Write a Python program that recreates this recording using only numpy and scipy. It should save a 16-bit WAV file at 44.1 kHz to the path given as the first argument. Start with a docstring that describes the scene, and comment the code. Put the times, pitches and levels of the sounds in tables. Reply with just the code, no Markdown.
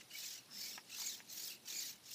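"""Six-legged robot walking on carpet

The robot walks about a metre away in a small, quiet room. On each stride its servos (the motors
in its joints) speed up and slow down, so their gear teeth rasp and whine, and the speed ripples
with every position command. Gears squeak, the leg frames ring along, the body rumbles and the
plastic feet tap now and then, over a faint hiss and hum."""
import sys
import numpy as np
from scipy import signal
from scipy.fft import rfft, irfft
from scipy.io import wavfile
from scipy.ndimage import uniform_filter1d

SR = 44100
rng = np.random.default_rng(int(sys.argv[2]) if len(sys.argv) > 2 else 0)


def materialize(psi):
    """Save the field psi as 16-bit PCM at rate SR to the path in sys.argv[1].

    A 1-D psi becomes a single channel; in a 2-D psi each row is a channel.
    """
    bounded = np.clip(np.atleast_2d(psi).T, -1, 1)
    quanta = np.round(bounded * 32767).astype(np.int16)
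    wavfile.write(sys.argv[1], SR, quanta)


N = 94506

# The tone of the room's hiss. Each row: frequency in Hz, relative level in dB.
HISS_COLOUR = [(30, -24.5), (60, -16), (100, -8), (150, -3), (240, -1.5), (450, -8), (800, -8.5),
               (1500, -13.5), (2500, -13.5), (4000, -7.5), (7000, -21.5), (10000, -11.5), (15000, -21.5)]
# How loud the body rumbles. Each row: time in seconds, level in dB.
RUMBLE_LEVELS = [(0, -75.5), (.4, -87), (.5, -77.5), (.66, -70.5), (.76, -67.5), (.88, -76.5), (1.08, -73),
                 (1.25, -73), (1.4, -72.5), (1.6, -73.5), (1.8, -67.5), (2.14, -94)]
# The tone of the rumble. Each row: frequency in Hz, relative level in dB.
RUMBLE_COLOUR = [(100, -36.5), (160, -8.5), (205, 2.5), (270, -2.5), (340, 1), (480, -6.5), (800, -8),
                 (1400, -35.5)]
# Swells of ringing in the legs. Each row: start, peak and end in seconds, pitch in Hz, width in Hz,
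# level in dB. Only rows whose times are in order give a full swell.
FRAME_RINGS = [(0.1453, 0.1336, 0.181, 2277, 78, -46), (0.0975, 0.1344, 0.272, 2950, 58, -58.5),
               (0.205, 0.25, 0.249, 2570, 197, -55.5), (0.18, 0.385, 0.415, 5870, 110, -58.5),
               (0.454, 0.5894, 0.607, 207.4, 56.3, -64.5), (0.4775, 0.494, 0.55, 1330, 810, -66.5),
               (0.4926, 0.564, 0.793, 5280, 414, -51.5), (0.61, 0.745, 0.833, 5524, 374, -56.5),
               (0.608, 0.606, 0.708, 4600, 350, -50), (0.58, 0.678, 0.697, 2290, 147, -57),
               (1.731, 1.72, 1.745, 2640, 300, -55.5), (1.682, 1.766, 1.827, 2400, 89, -59),
               (1.8, 1.63, 1.95, 4360, 1020, -47.5)]
# Feet landing. Each row: start in seconds, level in dB, pitch of the knock in Hz.
FOOT_TAPS = [(.7784, -33.5, 1800), (.7812, -45, 1050), (.985, -50.5, 1300), (.999, -49, 1200),
             (1.0165, -46, 1150), (1.190, -54, 1700), (1.2035, -41.5, 2200)]
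# The notes of a struck leg. Each row: pitch in Hz, relative level in dB, seconds to fade by 60 dB.
LEG_NOTES = [(871, -16.5, 0.1), (978, -9.5, 0.0396), (1285, -19.5, 0.054), (1793, -22.5, 0.0296),
             (1974, -40, 0.032), (2755, -13, 0.034), (3220, -10.5, 0.0116)]
# The strides. Each row: start and end, then the rasp's rise and fall times, all in seconds; levels in dB
# of the rasp's body, treble and low mids; relative level in dB of the other servos' whine.
STRIDES = [(-.28, 0.056, .12, 0.1466, -47.5, -62, -55, -48.5),
           (0.069, 0.454, 0.1208, 0.1495, -52, -56.5, -63, -58),
           (.47, 0.842, 0.1493, 0.152, -52, -56, -64, -63.5),
           (0.844, 1.249, 0.1488, 0.1592, -50, -55.5, -63, -59),
           (1.248, 1.601, 0.0967, 0.1185, -52, -54.5, -65, -57),
           (1.616, 2.009, .11, 0.1815, -51, -54.5, -62.5, -58.5),
           (2.012, 2.38, 0.1277, .14, -51.5, -57, -67, -57)]
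# The timing of the speed ripple. Each entry: the time in seconds of one crest, for one stride.
RIPPLE_CRESTS = [-.1, .249, .651, 1.061, 1.441, 1.771, 2.125]
# The rasp of servos holding a pose. The entries: body, treble and low mids, in dB.
HOLDING_DB = (-69.5, -79, -75)
# How steeply the rasp grows with effort. The entries: exponents for body, treble and low mids.
RASP_STEEPNESS = (1.937, 2.57, 1.38)
# The tone of the rasp through the gearbox cases. Each row: frequency in Hz, relative level in dB.
RASP_COLOUR = [(500, -26), (800, -22), (1200, -19.5), (1700, -10.5), (2300, -11.5), (2900, -10), (3250, -7),
               (3900, -2.5), (4700, -2), (5400, 1.5), (6200, -2.5), (7100, -2.5), (8000, -6), (9200, -16.5),
               (10500, -14), (12500, -10.5), (14400, -5.5), (15400, -5.5)]
# The tones in a whine. Each row: multiple of the tooth rate (teeth meeting a second), relative level in dB.
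HARMONICS = [(1, -15), (2, -4.5), (3, -4.5), (4, -20), (5, -22), (6, -12)]
# Where a servo's case gives off sound best. Each row: frequency in Hz, width in Hz, boost in dB.
CASE_PEAKS = [(2770, 200, 6), (6970, 1640, 7)]
# The loudest servo, one list for each stride it leads.
# Each row: time in seconds, tooth rate in Hz, relative level in dB.
LEAD_WHINE = [
    [(.11, 1480, -63), (.15, 1450, -61), (.175, 1830, -60), (.205, 1960, -56), (.225, 2150, -59),
     (.25, 2350, -55), (.30, 1750, -60), (.39, 1400, -63)],
    [(.56, 1850, -66), (.61, 2150, -57), (.65, 2130, -57), (.68, 2080, -60), (.703, 2040, -52),
     (.725, 1740, -57), (.752, 1300, -58), (.775, 1250, -68)],
    [(.905, 1450, -62), (.935, 1320, -56), (.96, 1580, -60), (.987, 1990, -52), (1.012, 2330, -49),
     (1.04, 2210, -51), (1.064, 2340, -45), (1.087, 2190, -48), (1.108, 1990, -51), (1.137, 1730, -53),
     (1.15, 1680, -63)],
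    [(1.29, 2100, -64), (1.32, 1950, -58), (1.34, 2150, -55), (1.365, 2100, -64), (1.39, 2200, -56),
     (1.442, 2280, -53), (1.47, 1850, -60), (1.495, 1480, -59), (1.52, 1320, -58), (1.565, 1350, -66)],
    [(1.68, 2000, -65), (1.735, 2200, -54), (1.752, 2240, -48), (1.772, 2300, -46), (1.797, 2280, -46),
     (1.806, 2090, -52), (1.82, 2060, -48), (1.85, 1840, -52), (1.873, 2230, -53), (1.905, 2150, -55),
     (1.925, 1950, -64)],
]

HISS_DB, HUM_HZ, HUM_DB = -66, 120, -83.5
COMMAND_HZ = 40.3  # position commands a second


def undb(db):
    """Turn decibels into a gain."""
    return 10 ** (np.asarray(db) / 20)


def unit(x):
    """Scale a sound to an average power of 1."""
    return x / np.sqrt(np.mean(x ** 2) + 1e-20)


def clock():
    """The time of each sample in seconds."""
    return np.arange(N) / SR


def noise():
    """Fresh white noise."""
    return rng.standard_normal(N)


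def wobble(hz):
    """A smooth random wobble of about size 1, mostly slower than hz."""
    f = np.fft.rfftfreq(N, 1 / SR)
    return unit(irfft(rfft(noise()) / (1 + (f / hz) ** 2) ** 2, N))


def colour(x, points):
    """Shape a sound's tone by (Hz, dB) points, then scale it to a power of 1."""
    hz, db = np.array(points, float).T
    f = np.fft.rfftfreq(N, 1 / SR) + 1
    return unit(irfft(rfft(x) * undb(np.interp(np.log(f), np.log(hz), db)), N))


def band(x, low_hz, high_hz):
    """Keep only the frequencies between two limits."""
    f = np.fft.rfftfreq(N, 1 / SR)
    return irfft(rfft(x) * ((f >= low_hz) & (f < high_hz)), N)


def ringing_noise(hz, width_hz):
    """Noise filtered twice so that it rings around one pitch."""
    peak = signal.iirpeak(hz, hz / width_hz, fs=SR)
    return unit(signal.lfilter(*peak, signal.lfilter(*peak, noise())))


def room_tone():
    """A steady hiss and the hum of mains power."""
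    hiss = undb(HISS_DB) * colour(noise(), HISS_COLOUR)
    hum = undb(HUM_DB) * np.sqrt(2) * np.sin(2 * np.pi * HUM_HZ * clock())
    return hiss + hum


def room_echo(x, delay_s=0.0019, fade_s=0.173, echo_db=-14):
    """Add the short reflections of a carpeted room, which drop by 60 dB in fade_s."""
    t = clock()
    tail = noise() * np.exp(-np.log(1000) * t / fade_s) * (t > delay_s)
    return x + undb(echo_db) * signal.fftconvolve(x, tail / np.sqrt(np.sum(tail ** 2)))[:N]


def body_rumble():
    """The robot's body shudders as its weight shifts."""
    times, db = np.array(RUMBLE_LEVELS).T
    return colour(noise(), RUMBLE_COLOUR) * undb(np.interp(clock(), times, db))


def frame_rings():
    """The leg frames ring under load, swelling and fading."""
    out = 0
    for start, peak, end, hz, width_hz, db in FRAME_RINGS:
        ring = ringing_noise(hz, width_hz)
        ring /= np.sqrt(uniform_filter1d(ring ** 2, size=900) + 1e-6)  # even out the loudness
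        out += ring * undb(db) * np.interp(clock(), [start, peak, end], [0, 1, 0])
    return out


def fade(age, seconds):
    """Silence until age 0, then a level that drops by 60 dB in the given time."""
    return np.exp(-np.log(1000) * age / seconds) * (age > 0)


def foot_taps(knock_s=0.0046, rattle_s=0.0553, rattle_db=-13, reach_octaves=1.034, low_cut_hz=440):
    """Each landing foot knocks, rattles briefly and rings the leg's notes near the knock's pitch."""
    out = 0
    for start, db, hz in FOOT_TAPS:
        age = np.maximum(clock() - start, 0)
        attack = 1 - np.exp(-age / .00015)
        knock = np.sin(2 * np.pi * hz * age) * fade(age, knock_s) * attack
        ring = 0
        for note_hz, note_db, note_s in LEG_NOTES:
            nearness = np.exp(-(np.log2(note_hz / hz) / reach_octaves) ** 2)
            ring += undb(note_db) * nearness * np.sin(2 * np.pi * note_hz * age) * fade(age, note_s)
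        rattle = ringing_noise(hz, width_hz=0.68 * hz) * fade(age, rattle_s)
        out += undb(db) * (knock + ring + undb(rattle_db) * rattle)
    return signal.sosfilt(signal.butter(2, low_cut_hz, "high", fs=SR, output="sos"), out)


def gait():
    """Speed and rasp rise and fall in each stride, which also sets the whine's gain and ripple timing."""
    t = clock()
    speed, whine_gain, crest = np.zeros((3, N))
    rasp_gains = np.zeros((3, N))
    steepness = np.array(RASP_STEEPNESS)[:, None]
    for (start, end, rise_s, fall_s, *rasp_db, whine_db), crest_s in zip(STRIDES, RIPPLE_CRESTS):
        moving = (t >= start) & (t < end)
        speed[moving] = np.sin(np.pi * (t[moving] - start) / (end - start))
        whine_gain[moving], crest[moving] = undb(whine_db), crest_s
        effort = np.clip((t - start) / rise_s, 0, 1) * np.clip((end - t) / fall_s, 0, 1)
        rasp_gains += undb(rasp_db)[:, None] * np.sin(np.pi / 2 * effort) ** steepness
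    return speed, whine_gain, crest, np.hypot(rasp_gains, undb(HOLDING_DB)[:, None])


def gear_squeaks(per_second=1100, typical_s=0.01286, glide=0.0507, low_hz=2000, high_hz=15000):
    """Tiny gliding squeaks as pairs of gears catch and let go."""
    out = np.zeros(N + SR)
    for when, pitch, length, bend, size in rng.random((int(per_second * N / SR), 5)):
        age = np.arange(int(SR * typical_s * (.5 + length))) / SR
        start_hz = low_hz + (high_hz - low_hz) * pitch
        hz = start_hz * (1 + glide * (2 * bend - 1) * age / typical_s)
        gain = undb(-1.5 * np.log(max(size, .03)))  # a few squeaks stand out
        i = int(when * N)
        out[i:i + len(age)] += gain * np.hanning(len(age)) * np.sin(2 * np.pi * np.cumsum(hz) / SR)
    return unit(out[:N])


def command_ripple(crest):
    """A wave that swings once for every position command."""
    return np.cos(2 * np.pi * COMMAND_HZ * (clock() - crest))


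def gear_rasp(clicks, crest, gains, slide_db=-0.5, squeak_db=0.5, throb_db=2, flutter_db=1.08):
    """Tooth clicks, sliding friction and squeaks pass through the cases, throbbing with the commands."""
    throb = undb(flutter_db * wobble(120) - throb_db * command_ripple(crest))
    gears = clicks + undb(slide_db) * noise() + undb(squeak_db) * gear_squeaks()
    rasp = colour(gears * throb, RASP_COLOUR)
    body, treble, low_mids = band(rasp, 3000, 9000), band(rasp, 9000, 16000), band(rasp, 500, 3000)
    out = 0
    for part, gain in zip((body, treble, low_mids), gains):
        drift_db = 0.9831 * wobble(27)
        out += unit(part) * gain * undb(drift_db)
    return out


def gear_motion(hz, crest, ripple=.06, jitter=.014):
    """Teeth passed so far, and their rate: it surges with each command and jitters with gear slack."""
    rate = hz * (1 + ripple * command_ripple(crest) + jitter * wobble(701))
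    return np.cumsum(rate) / SR, rate


def gear_whine(hz, crest, flicker_db=3.0):
    """Meeting teeth make flickering tones, each louder as it crosses a peak of the case."""
    teeth_passed, rate = gear_motion(hz, crest)
    out = 0
    for multiple, db in HARMONICS:
        boost_db = sum(peak_db / (1 + ((multiple * rate - peak_hz) / width_hz) ** 2)
                       for peak_hz, width_hz, peak_db in CASE_PEAKS)
        gain = undb(db + boost_db + flicker_db * wobble(133.3))
        out += gain * np.sin(2 * np.pi * multiple * teeth_passed)
    return out


def other_servos(speed, gain, crest, count=3, base_hz=2200.3, spread=.22, wander=.05, whine_db=-2):
    """The other joints, each at its own speed, give a whine and an uneven click for every tooth."""
    whine, clicks = 0, np.zeros(N)
    pace = .5 + .5 * speed  # half the rate at the ends of a stride
    for share in np.linspace(1 - spread, 1 + spread / 2, count):
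        hz = base_hz * share * pace * (1 + wander * wobble(15))
        lag_s = rng.random() / COMMAND_HZ / 2
        whine += gear_whine(hz, crest + lag_s)
        teeth_passed, _ = gear_motion(hz, crest)
        strikes = np.diff(np.floor(teeth_passed), prepend=0)
        clicks += strikes * noise() * undb(3 * np.tanh(wobble(900) / 2))  # up to 3 dB of extra scatter
    return undb(whine_db) * whine / np.sqrt(count) * gain * speed ** 2, unit(clicks)


def lead_servo(crest, fade_s=0.0243):
    """The servo that works hardest in a stride whines above the rest."""
    t, gain = clock(), 0
    for stride in LEAD_WHINE:
        times, _, db = np.array(stride).T
        inside_s = np.minimum(t - times[0], times[-1] - t)  # negative outside this stride's rows
        gain += undb(np.interp(t, times, db)) * np.clip(1 + inside_s / fade_s, 0, 1)
    times, hz, _ = np.concatenate(LEAD_WHINE).T
    return gain * gear_whine(np.interp(t, times, hz), crest)


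def scene():
    """Mix the walking robot with the quiet room, in one channel."""
    speed, whine_gain, crest, rasp_gains = gait()
    other_whine, clicks = other_servos(speed, whine_gain, crest)
    echoing = room_echo(lead_servo(crest) + other_whine + frame_rings() + foot_taps())
    robot = echoing + gear_rasp(clicks, crest, rasp_gains) + body_rumble()
    return (robot + room_tone())[None]


def record(dry):
    """Cut away the highest treble, above 15380 Hz."""
    return signal.sosfilt(signal.ellip(14, .1, 80, 15380, fs=SR, output="sos"), dry)


dry = scene()
out = record(dry)
materialize(out)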